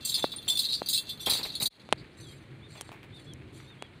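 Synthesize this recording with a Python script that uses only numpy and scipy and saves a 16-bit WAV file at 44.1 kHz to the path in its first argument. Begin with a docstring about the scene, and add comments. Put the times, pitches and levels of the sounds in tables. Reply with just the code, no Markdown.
"""Over a hiss of open air and dry grass, a goat walks a dirt path. At each step pellets strike the shells
of its small bells and excite their modes; feet crush grit, and damped knocks sound close by.
Near 1.7 s the level dips briefly and returns on the goat standing, its bells barely stirring.
A last loud knock sounds and light wind rumbles; then a bird whistles in gliding tones,
joined by a few faint scuffs, knocks and ticks."""
import sys
import numpy as np
from scipy import signal
from scipy.fft import rfft, irfft
from scipy.io import wavfile
from scipy.ndimage import uniform_filter1d

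SR = 44100
rng = np.random.default_rng(int(sys.argv[2]) if len(sys.argv) > 2 else 0)


def dump_mix(stems):
    """Bounce the given channels to the path in sys.argv[1] as a 16-bit WAV at rate SR."""
    frames = np.atleast_2d(stems).T  # one column per channel
    limited = np.clip(frames, -1, 1)  # hard clip at full scale
    pcm = np.round(limited * 32767).astype(np.int16)
    wavfile.write(sys.argv[1], SR, pcm)


N = 176400
STOP_S = 1.69  # the walk ends
DEEP_BELOW_HZ, OVERTONES_ABOVE_HZ, STANDING_TOP_HZ, TOP_HZ = 3600, 5500, 10500, 15600


def undb(db):
    """Decibels to amplitude ratio."""
    return 10 ** (np.asarray(db) / 20)


def unit(x):
    """Normalisation to rms 1."""
    return x / np.sqrt(np.mean(x ** 2) + 1e-20)


def curve(points):
    """Linear interpolation of (time [s], value) points."""
    return np.interp(np.arange(N) / SR, *np.array(points).T)


def colour(x, points):
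    """Minimum-phase filter through (frequency [Hz], gain [dB]) points, scaled to unit power gain."""
    hz, db = np.array(points).T
    log_hz = np.log(np.fft.rfftfreq(4096, 1 / SR) + 1)
    gain = undb(np.interp(log_hz, np.log(hz), db))
    cepstrum = irfft(np.log(unit(gain)))
    half = len(cepstrum) // 2
    cepstrum[1:half] *= 2
    cepstrum[half + 1:] = 0
    return signal.fftconvolve(x, irfft(np.exp(rfft(cepstrum))))[:len(x)]


def cut(x, hz, kind, order=4):
    """Maximally flat high-pass or low-pass filter."""
    return signal.sosfilt(signal.butter(order, hz, kind, fs=SR, output="sos"), x)


def drift(rate_hz):
    """Smoothed random fluctuation of rms 1."""
    hold = int(SR / rate_hz)
    steps = np.repeat(rng.standard_normal(N // hold + 1), hold)
    return unit(uniform_filter1d(steps, hold)[:N])


def fade(t, t60):
    """Exponential decay, 60 dB in t60."""
    return np.exp(-np.log(1000) * t / t60)


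def add(out, start_s, x):
    """Superposition of x on out from a given time."""
    i = int(start_s * SR)
    out[i:i + len(x)] += x[:max(len(out) - i, 0)]


# spectra of distant hiss and of dry grass (frequency [Hz], relative level [dB])
AIR_SPECTRUM = [(30, -15), (134, -2.5), (300, -8), (700, -19), (4000, -25), (5400, -44), (9000, -39),
                (16000, -61)]
GRASS_SPECTRUM = [(300, -17), (2300, 8.5), (6000, -34.5), (15000, -31)]
def air():
    """Broadband noise: the fields hiss, louder during the walk, and grass rustles in the breeze."""
    walking = np.arange(N) < STOP_S * SR
    hiss = colour(rng.standard_normal(N), AIR_SPECTRUM) * undb(-54.5 + 8 * walking)
    rustle_db = -64.5 + 4 * (drift(37) + drift(500)) / np.sqrt(2)
    return hiss + colour(rng.standard_normal(N) * undb(rustle_db), GRASS_SPECTRUM)


def stirring(touches_per_s=65, walking_db=-44.5, standing_db=-74, settle_s=0.21):
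    """Random impulse excitation: loose pellets touch the bells, ever more softly once the goat stands."""
    out = np.zeros(N)
    for _ in range(4):
        touches = (rng.random(N) < touches_per_s / SR) * rng.standard_normal(N)
        response = shake(length_s=0.005, gains=undb([-3, 0, -9]))
        out += signal.fftconvolve(touches, response)[:N]
    motion = np.exp(-np.maximum(np.arange(N) / SR - STOP_S, 0) / settle_s)
    return unit(out) * undb(standing_db + (walking_db - standing_db) * motion)


# modes of the shells, and spectrum of shell hitting shell (frequency [Hz], relative level [dB])
SHELL_MODES = [(2702, -14), (3241, -5), (3519, 4.5), (3752, -6), (3871, -2), (3900, 1), (4051, -2.5),
               (4239, 1), (4275, -2), (4330, -4.5), (4400, -3.5), (4560, -4.5), (4660, -2.5), (5044, -9),
               (6095, -4), (6788, -11), (7451, 0.5), (7741, -8), (8387, -3), (8806, -1), (9039, -1),
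               (9555, -2.5), (10406, -3), (13216, -4)]
CLASH_SPECTRUM = [(2500, -6), (3300, -5.5), (4300, 11.5), (5500, -18), (7500, -6), (10000, -1.5),
                  (15500, -31)]
def shake(length_s, gains, strikes=52, strikes_per_s=200, strays=48, stray_db=-10.5):
    """Modal superposition: each pellet strike in a dying flurry excites some shell modes and a clack."""
    t = np.arange(13500) / SR
    stray_hz = rng.uniform(OVERTONES_ABOVE_HZ, TOP_HZ, strays)  # weak overtones, new in each shake
    hz, db = np.vstack([SHELL_MODES, [(f, stray_db) for f in stray_hz]]).T
    band = np.digitize(hz, [DEEP_BELOW_HZ, OVERTONES_ABOVE_HZ])  # deep notes, main notes, overtones
    t60_s = np.array([.115, .095, .115])[band, None]
    excited_share = np.array([.8, .4, .2])[band, None]
    pitch_spread = np.array([.0015, .007, .002])[band, None]

    gaps = rng.exponential(1 / strikes_per_s, strikes)
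    strike_s = np.cumsum(gaps) - gaps
    force = undb(3 * rng.standard_normal(strikes)) * np.exp(-(strike_s / length_s) ** 2)
    force[0] = undb(5.5)
    shape = (len(hz), strikes)
    excited = rng.random(shape) < excited_share
    kicks = excited * force * undb(db[:, None] + 3.5 * rng.standard_normal(shape))
    kicks *= rng.choice([-1, 1], shape)
    bent_hz = hz[:, None] * (1 + pitch_spread * rng.standard_normal(shape))
    pole = 2j * np.pi * bent_hz - np.log(1000) / t60_s
    propagator = np.exp(np.cumsum(pole * gaps, axis=1) - pole * gaps)
    state = np.cumsum(kicks / propagator, axis=1) * propagator  # complex amplitude after each strike

    latest = np.searchsorted(strike_s, t, side="right") - 1
    since = t - strike_s[latest]
    modes = (state[:, latest] * np.exp(pole[:, latest] * since)).imag  # free decay between strikes
    ring = sum(gain * unit(modes[band == k].sum(axis=0)) for k, gain in enumerate(gains))
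    clack = force[latest] * fade(since, t60=.022) * rng.standard_normal(len(t))
    clash = unit(colour(clack, CLASH_SPECTRUM)) * np.hypot(gains[1], gains[2]) * undb(-13)
    rise_s = 0.00035 + length_s ** 2 / 1.87  # long shakes build up gently
    return (ring + clash) * np.sqrt(1 + length_s * 50) * (1 - np.exp(-t / rise_s))


# shakes of the bell string, with levels relative to each band's offset
# (time [s], flurry length [s], deep level [dB], main level [dB], overtone level [dB])
BELL_SHAKES = [(0.049, 0.034, -40, -34, -30.5), (0.088, 0.091, -37.5, -32.5, -37),
               (0.142, 0.016, -28.5, -25, -33.5), (0.18, 0.024, -33, -42, -40.5),
               (0.224, 0.043, -31, -35.5, -49), (0.318, 0.0076, -37.5, -37.5, -51),
               (0.384, 0.0028, -38.5, -45, -62), (0.479, 0.045, -23, -33.5, -30),
               (0.552, 0.058, -28.5, -32.5, -35), (0.591, 0.038, -43, -25.5, -35),
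               (0.64, 0.088, -42.5, -29, -47.5), (0.722, 0.051, -53, -27.5, -43),
               (0.86, 0.02, -45, -35, -44.5), (0.886, 0.025, -41.5, -28, -29.5),
               (0.929, 0.045, -33.5, -25.5, -29.5), (0.976, 0.011, -31, -27, -35),
               (1.091, 0.038, -34.5, -38.5, -45.5), (1.202, 0.065, -41, -48, -46),
               (1.26, 0.032, -27, -33.5, -35), (1.297, 0.037, -36, -24.5, -30),
               (1.333, 0.022, -33, -28, -34), (1.361, 0.044, -38, -33, -42),
               (1.43, 0.041, -44, -32.5, -44.5), (1.482, 0.065, -50, -40, -75),
               (1.552, 0.013, -38, -32.5, -42.5), (1.6, 0.042, -60, -31, -35.5),
               (1.627, 0.01, -53, -35, -29), (1.656, 0.019, -38.5, -25.5, -33.5),
               (1.975, 0.063, -72, -61, -78), (2.169, 0.18, -81, -60, -59), (2.681, 0.25, -79, -62.5, -63),
               (3.14, 0.12, -71, -65, -67), (3.52, 0.17, -68.5, -66.5, -64.5)]
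def bells(band_offsets_db=(-11, -10, -10.5)):
    """Impact excitation: steps shake the bells; the softer touches at rest have less treble."""
    walking, standing, stir = np.zeros(N), np.zeros(N), stirring()
    for start, length_s, *levels_db in BELL_SHAKES:
        gains = undb(np.add(levels_db, band_offsets_db))
        add(walking if start < STOP_S else standing, start, shake(length_s, gains))
    dulled = cut(standing + stir, STANDING_TOP_HZ, "low", order=3)
    jingle = np.where(np.arange(N) < STOP_S * SR, walking + stir + tinks(), dulled)
    return cut(jingle, hz=2400, kind="high")


# footfalls on grit (time [s], decay constant [s], level [dB])
FOOT_SCUFFS = [(0.174, 0.029, -39), (0.336, 0.011, -39.5), (0.47, 0.087, -43), (1.266, 0.072, -28.5),
               (1.384, 0.055, -42), (1.447, 0.015, -32.5), (1.605, 0.058, -38), (2.751, 0.042, -47.5),
               (2.915, 0.024, -44), (3.029, 0.015, -45)]
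# spectrum of crushed grit (frequency [Hz], relative level [dB])
GRIT_SPECTRUM = [(100, -5), (850, -2), (1500, -9.5), (2500, -4), (5000, -23.5), (15000, -29.5)]
def scuffs(grain_samples=70, spread_db=3.3, rise_s=0.0026):
    """Granular friction: feet crush grit into dense, uneven grains of noise that die away."""
    t, pressure = np.arange(N // 8) / SR, np.zeros(N)
    for start, decay_s, db in FOOT_SCUFFS:
        add(pressure, start, undb(db) * np.exp(-t / decay_s) * np.minimum(t / rise_s, 1))
    grain_db = spread_db * rng.standard_normal(N // grain_samples + 1)
    grains = np.repeat(undb(grain_db), grain_samples)[:N]
    return colour(pressure * unit(grains * rng.standard_normal(N)), GRIT_SPECTRUM)


# close knocks (time [s], body frequency [Hz], relative body level [dB], relative crack level [dB])
CLOSE_KNOCKS = [(0.2424, 620, 2, -35), (0.246, 1080, -13.5, -50), (0.819, 640, -6, -44),
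                (1.2721, 594, -11.5, -62), (1.624, 117, -11.5, -12), (1.89, 700, -25, -33.5),
                (1.9263, 740, -0.5, -2.5), (1.9311, 644, -16, -18), (2.811, 800, -23.5, -23),
                (2.892, 860, -26.5, -37.5), (3.824, 620, -21.5, -20)]
# spectrum of the crack (frequency [Hz], relative level [dB])
CRACK_SPECTRUM = [(60, -37), (300, -8), (1200, -3.5), (1800, -7.5), (2300, 0.5), (3800, 3), (5300, -13),
                  (9000, -9), (15500, -41.5)]
def knocks(t60_cycles=2.61):
    """Damped oscillation: one short-lived mode thumps under a bright crack of impulse and noise."""
    t, body, crack = np.arange(2000) / SR, np.zeros(N), np.zeros(N)
    for start, hz, body_db, crack_db in CLOSE_KNOCKS:
        thump = np.sin(2 * np.pi * hz * t) * fade(t, t60_cycles / hz)
        add(body, start, undb(body_db) * thump)
        snap = 0.17 * rng.standard_normal(len(t)) * fade(t, t60=0.0072) - 1.54 * (t == 0)
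        add(crack, start, undb(crack_db) * snap)
    return cut(body, hz=216.4, kind="high", order=2) + colour(crack, CRACK_SPECTRUM)


# single bells struck squarely (time [s], frequency [Hz], level [dB])
BELL_TINKS = [(.361, 9040, -24.5), (1.295, 10406, -19), (1.297, 13216, -21)]
def tinks(rise_s=.003):
    """Free vibration of one mode: a bell rings on a single high overtone."""
    t, out = np.arange(N // 20) / SR, np.zeros(N)
    envelope = fade(t, t60=.09) * np.minimum(t / rise_s, 1)
    for start, hz, db in BELL_TINKS:
        add(out, start, undb(db) * np.sin(2 * np.pi * hz * t) * envelope)
    return out


# mean strength of the wind (time [s], level [dB])
WIND_ENVELOPE = [(1.8, -76), (2.0, -45), (2.12, -62), (2.2, -51), (3.1, -54.5), (3.35, -47), (3.6, -49.5),
                 (3.7, -58.5)]
# spectrum of its rumble (frequency [Hz], relative level [dB])
WIND_SPECTRUM = [(30, -27), (135, 0), (200, -22.5), (330, -9.5), (3000, -85)]
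def wind(gust_db=1.5):
    """Turbulence: low-frequency noise, modulated in amplitude by random gusts."""
    noise = rng.standard_normal(N)
    level_db = curve(WIND_ENVELOPE) + gust_db * drift(24.88)
    return colour(noise * undb(level_db), WIND_SPECTRUM)


# whistles (time [s], length [s], first pitch [Hz], middle pitch [Hz], last pitch [Hz], level [dB])
BIRD_WHISTLES = [(2.221, 0.12, 3850, 3300, 3200, -53.5), (2.616, 0.065, 3230, 3610, 3360, -54.5),
                 (2.752, 0.085, 3350, 3400, 2900, -54), (3.121, 0.082, 3420, 3630, 3250, -51),
                 (3.265, 0.076, 3330, 3400, 3000, -50.5), (3.665, 0.08, 3450, 3700, 3240, -54.5),
                 (3.788, .09, 3200, 3350, 3130, -54)]
def bird():
    """Frequency modulation: each distant whistle is a wavering pure tone on a parabola of pitch."""
    out = np.zeros(N)
    wobble = 1 + .011 * drift(200)
    for start, length_s, first, middle, last, db in BIRD_WHISTLES:
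        progress = np.linspace(0, 1, int(length_s * SR))
        parabola = np.polyfit([0, .5, 1], [first, middle, last], 2)
        hz = np.polyval(parabola, progress) * wobble[int(start * SR):][:len(progress)]
        envelope = np.sqrt(abs(np.sin(np.pi * progress)))
        add(out, start, undb(db) * envelope * np.sin(2 * np.pi * np.cumsum(hz) / SR))
    return out


# close clicks (time [s], level before filtering [dB])
CLOSE_TICKS = [(2.8107, -21), (2.817, -33), (3.336, -36)]
def ticks():
    """Band-limited transients: brief bursts of treble noise with no resonant body."""
    t, out = np.arange(N // 20) / SR, np.zeros(N)
    for start, db in CLOSE_TICKS:
        add(out, start, undb(db) * rng.standard_normal(len(t)) * fade(t, t60=0.0072))
    return cut(cut(out, OVERTONES_ABOVE_HZ, "high"), STANDING_TOP_HZ, "low")


# brief dip of the whole sound between walking and standing (time [s], gain [dB])
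LEVEL_DIP = [(1.677, -5), (1.695, -56), (1.71, -19.5), (1.8, -1), (1.92, 0)]
def scene():
    """Linear superposition: all sources sum at one point, under a common gain envelope."""
    mix = bells() + scuffs() + knocks() + ticks() + bird() + air() + wind()
    return (mix * undb(curve(LEVEL_DIP)))[None]


def record(dry):
    """Band limiting: filters remove the deepest rumble and the highest treble."""
    low_pass = signal.ellip(10, .2, 80, TOP_HZ, fs=SR, output="sos")
    return signal.sosfilt(low_pass, cut(dry, hz=35, kind="high"))


dry = scene()
out = record(dry)
dump_mix(out)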